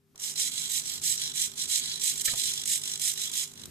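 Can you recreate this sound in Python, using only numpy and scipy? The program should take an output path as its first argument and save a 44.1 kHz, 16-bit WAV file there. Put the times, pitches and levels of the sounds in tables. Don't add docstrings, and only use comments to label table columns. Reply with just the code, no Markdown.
import sys
import numpy as np
from scipy import signal
from scipy.fft import rfft, irfft
from scipy.io import wavfile
from scipy.ndimage import uniform_filter1d

SR = 44100
rng = np.random.default_rng(int(sys.argv[2]) if len(sys.argv) > 2 else 0)


def natural_amplitude(level_db):
    exponent = np.asarray(level_db, float) / 20
    return 10 ** exponent


def digitize_waveform(pressure):
    field = np.atleast_2d(pressure).T
    bounded = np.clip(field, -1, 1)
    quanta = np.round(bounded * 32767).astype(np.int16)
    wavfile.write(sys.argv[1], SR, quanta)


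N = 163170


def at(points, x):
    return np.interp(x, *np.transpose(points))


def rms_one(x):
    return x / np.sqrt(np.mean(x ** 2) + 1e-20)


def drift(rate):
    r = np.exp(-16 * np.pi * rate / SR)
    slow = signal.lfilter([1], [1, -2 * r, r * r], rng.standard_normal(N // 8 + 4002))[4000:]
    return np.interp(np.arange(N) / 8, np.arange(len(slow)), rms_one(slow))


def resonate(x, hz, width_hz, phase=0.):
    r = np.exp(-np.pi * width_hz / SR)
    w = 2 * np.pi * hz / SR
    onset = [np.sin(phase), r * np.sin(w - phase)]
    return 2 * (1 - r) * signal.lfilter(onset, [1, -2 * r * np.cos(w), r * r], x + 1e-18)


def filtered(x, order, hz, kind):
    return signal.sosfilt(signal.butter(order, hz, kind, fs=SR, output="sos"), x)


def room_hum():
    # time in seconds, level in dB.
    room_level = [(0, -66), (.14, -66), (.3, -57.5), (1.2, -57), (2.3, -54.5), (2.7, -55), (3.7, -57.5)]
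    # frequency in Hz, noise colour in dB per Hz.
    room_colour = [(15, -64), (25, -15.5), (91, -3.5), (225, -1.5), (257, 1), (293, -6.5), (403, -9),
                   (554, -21), (14000, -24.5)]
    # fan tone in Hz, level in dB.
    fan_tones = [(91.5, -70.5), (150.7, -64.5), (247.6, -77), (398.4, -67)]
    likeness, wobble_db, patchy_db, pan_db = 0.44, 0.5, 2.5, 0.9
    t = np.arange(N) / SR
    hz = np.fft.rfftfreq(N, 1 / SR) + 1
    shared, left, right = rng.standard_normal((3, N))
    white = np.sqrt(likeness) * shared + np.sqrt(1 - likeness) * np.array([left, right])
    colour = natural_amplitude(at([(np.log(f), db) for f, db in room_colour], np.log(hz)))
    noise = rms_one(irfft(rfft(white) * colour, N))

    tones = np.zeros(N)
    for f, db in fan_tones:
        level = natural_amplitude(db + 3.5 + wobble_db * drift(6.3))
        tones += level * np.sin(2 * np.pi * f * t + 0.52 * drift(9))

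    level_db = at(room_level, t)
    swell = natural_amplitude(1.2 * (level_db - level_db.mean()))
    both = natural_amplitude(level_db + patchy_db * drift(1.5)) * noise + swell * tones
    return both * natural_amplitude(np.array([[pan_db], [-pan_db]]))


def knocks():
    # start in seconds, peak in dB, ring in Hz.
    hits = [(0.147, -53.5, 880), (0.211, -66, 2360), (0.391, -42.5, 2180), (1.016, -58, 2160),
            (1.085, -57, 2190), (1.194, -53, 2230), (1.395, -56, 2120), (1.852, -53, 2300),
            (2.281, -25, 1860), (2.335, -31, 895), (2.634, -57, 2200), (3.173, -53, 2380),
            (3.251, -63, 2220)]
    # start in seconds, level in dB.
    snaps = [
        (0.1581, -46),
        (3.657, -28),
        (3.661, -40),
    ]
    crack_share, crack_s, ring_t60_s = 0.9, 0.0065, 0.02
    thud_hz, thud_db, thud_t60_s = 670, -14.5, 0.11
    bump_hz, bump_db = 127, -22.5
    out = np.zeros(N + SR)
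    age = np.arange(SR // 10) / SR
    for s, db, hz in hits:
        burst = rng.standard_normal(len(age)) * np.exp(-age / crack_s)
        crack = resonate(burst, hz, 0.69 * hz)
        ring = natural_amplitude(-60 * age / ring_t60_s) * np.sin(2 * np.pi * hz * age)
        thud = natural_amplitude(thud_db - 60 * age / thud_t60_s) * np.sin(2 * np.pi * thud_hz * age)
        bump = natural_amplitude(bump_db - 30 * age / thud_t60_s) * np.sin(2 * np.pi * bump_hz * age)
        knock = 3.45 * crack_share * crack + (1 - crack_share) * ring + thud + bump
        out[int(s * SR):][:len(age)] += natural_amplitude(db) * knock
    for s, db in snaps:
        burst = rng.standard_normal(len(age)) * np.exp(-age / 0.00096)
        out[int(s * SR):][:len(age)] += natural_amplitude(db) * resonate(burst, 12000, 4000)
    return out[:N]


def control_kicks():
    frame_s, first_kick_s = 0.01999, 0.1565
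    rise_s, fall_s, spread_db = 0.0016, 0.003, 2.5
    since = np.arange(N) / SR - first_kick_s
    index = np.maximum(since // frame_s, 0).astype(int)
    age = since % frame_s
    strength = natural_amplitude(spread_db * rng.standard_normal(400))[index]
    return (since > 0) * strength * (1 - np.exp(-age / rise_s)) * np.exp(-age / fall_s)


def motion():
    # start in seconds, length in seconds, level in dB, brightness in dB per octave.
    strokes = [(0.186, 0.16, -26.5, 1), (0.347, .16, -20, -0.5), (0.498, 0.21, -25.5, -3),
               (0.679, .14, -21.5, 3), (0.813, 0.19, -27.5, -1.5), (1.01, .16, -20, 3),
               (1.15, 0.18, -25.5, -6.5), (1.335, .15, -19.5, 1), (1.557, .11, -23.5, -1.3),
               (1.67, 0.15, -19, 0), (1.783, 0.22, -27, -8.5), (1.991, 0.16, -20, 0.5),
               (2.122, 0.12, -31.5, 0.5), (2.205, 0.016, -24, 9.5), (2.241, 0.035, -18.5, 7.8),
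               (2.248, 0.11, -22.5, -3.5), (2.349, 0.096, -21, -1), (2.415, 0.12, -20.5, -2.5),
               (2.476, 0.17, -27.5, -4), (2.647, .15, -20, 2.5), (2.811, 0.17, -28.5, -3.5),
               (2.984, .16, -21, 3.5), (3.144, 0.17, -25, -3), (3.311, .15, -20, 0),
               (3.557, 0.091, -41.5, -4.5)]
    t = np.arange(N) / SR
    power, tilt = np.full(N, 1e-12), np.zeros(N)
    for start, length, db, bright in strokes:
        speed = np.sin(np.pi * np.clip((t - start) / length, 0, 1)).clip(0)
        part = (natural_amplitude(db) * speed) ** 2
        power += part
        tilt += bright * part
    return np.sqrt(power), tilt / power


def gear_force():
    # time in seconds, kick strength in dB while the motors hunt for their place.
    hunting = [(.15, -36), (.3, -33), (1.3, -28), (1.55, -30.5), (2.6, -23.5), (3.3, -25), (3.5, -34.5),
               (3.66, -30), (3.68, -55)]
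    throb_share, grit_db, grit_per_s = 0.15, -0.5, 270
    force, tilt = motion()
    kick = control_kicks()
    throb = uniform_filter1d(kick, size=160)
    force = force * (1 - throb_share + throb_share * throb)
    force = force + 2 * kick * natural_amplitude(at(hunting, np.arange(N) / SR))
    return force * natural_amplitude(grit_db * drift(grit_per_s)), tilt


def housing(force, tilt):
    # resonance in Hz, width in Hz, right level in dB, left level in dB, left phase in radians.
    resonances = [(1520, 320, -24, -35, 21.7), (2080, 530, -29.5, -25.5, -1), (3410, 270, -8.5, -8.5, 3.5),
                  (3987, 109, -1.5, -32, -2), (4430, 340, -8.5, -10.5, -2), (5200, 205, -7.5, -10.5, -1),
                  (5730, 276, -7, -3.5, 4), (6770, 400, -30.5, -4.5, 0.4), (7280, 1270, -4.5, -12, 0.5),
                  (7740, 444, 0, -9, 2), (8640, 1460, -12.5, -14.5, 0.84), (9130, 620, -10.5, -29, 1.1),
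                  (10900, 300, -18.5, -22, -1.3), (12980, 660, -11.5, -24, 0.7)]
    ticks_per_s, tick_db = 240, 3.5
    patchy_db, pose_db, likeness = 2.21, 1.4, 0.72
    ticks = 1 + (rng.random(N) < ticks_per_s / SR) * natural_amplitude(tick_db)
    near, far = rng.standard_normal((2, 2, N)) * ticks * force
    out = np.zeros((2, N))
    for k, (hz, width_hz, right_db, left_db, phase) in enumerate(resonances):
        bright_db = tilt * np.log2(hz / 6000)
        gain = natural_amplitude(bright_db + patchy_db * drift(27) + pose_db * drift(1.33) + 5.5)
        right = near[k % 2]
        left = likeness * right + np.sqrt(1 - likeness ** 2) * far[k % 2]
        out[1] += natural_amplitude(right_db) * resonate(right * gain, hz, width_hz)
        out[0] += natural_amplitude(left_db) * resonate(left * gain, hz, width_hz, phase)
    return out


def ports(x):
    # dip in Hz, width in Hz, depth from 0 to 1.
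    notches = [(2657, 440, 0.52), (12000, 320, 0.4)]
    for hz, width_hz, depth in notches:
        x = x - depth * signal.lfilter(*signal.iirpeak(hz, hz / width_hz, fs=SR), x)
    cut = filtered(x, 4, 2140, "high")
    cut[0] = filtered(cut[0], 2, [470, 11600], "band")
    return cut


def table_drone(force):
    level_db = np.array([[-61], [-63]]) + 22.5
    follows = 0.29
    noise = filtered(rng.standard_normal((2, N)), 2, (476, 1900), "band")
    return noise * natural_amplitude(level_db) * uniform_filter1d(force, size=400) ** follows


def servos():
    force, tilt = gear_force()
    return ports(housing(force, tilt)) + table_drone(force)


def echoes(x):
    t60_s, echo_db = 0.31, -11
    age = np.arange(SR // 3) / SR
    tail = rng.standard_normal((2, len(age))) * natural_amplitude(-60 * age / t60_s) * (age > .004)
    tail = tail / np.sqrt(np.sum(tail ** 2, axis=1, keepdims=True))
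    return natural_amplitude(echo_db) * signal.fftconvolve(x, tail, axes=1)[:, :N]


def starve(x):
    # band in Hz, overall level in dB that empties it.
    starve_at = [(0, -25), (250, -26), (480, -34), (1100, -33), (1700, -29), (1800, 0)]
    chance_db, shift = 3.5, 666
    hz, _, cells = signal.stft(np.pad(x, ((0, 0), (shift, 0))), SR, nperseg=2048)
    loud_db = 10 * np.log10(np.sum(np.abs(cells) ** 2, axis=1, keepdims=True) + 1e-16)
    chance = uniform_filter1d(rng.standard_normal((2, 257, cells.shape[2])), 3, axis=2) * 3 ** .5
    chance = np.repeat(chance, 4, axis=1)[:, :1025]
    over_db = loud_db - at(starve_at, hz)[:, None] + chance_db * chance
    thinned = cells * natural_amplitude(-np.clip(30 * over_db, 0, 60))
    return signal.istft(thinned, SR, nperseg=2048)[1][:, shift:shift + N]


def scene():
    hum = room_hum()
    robot = knocks() * natural_amplitude(np.array([[.4], [-.4]])) + servos()
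    return hum + robot + echoes(robot)


def roll_off(x):
    return signal.sosfilt(signal.butter(12, 15750, fs=SR, output="sos"), x)


def record(dry):
    top_cut = signal.cheby2(16, 40, 14920, fs=SR, output="sos")
    mix = signal.sosfilt(top_cut, starve(dry))
    return roll_off(mix)


dry = scene()
out = record(dry)
digitize_waveform(out)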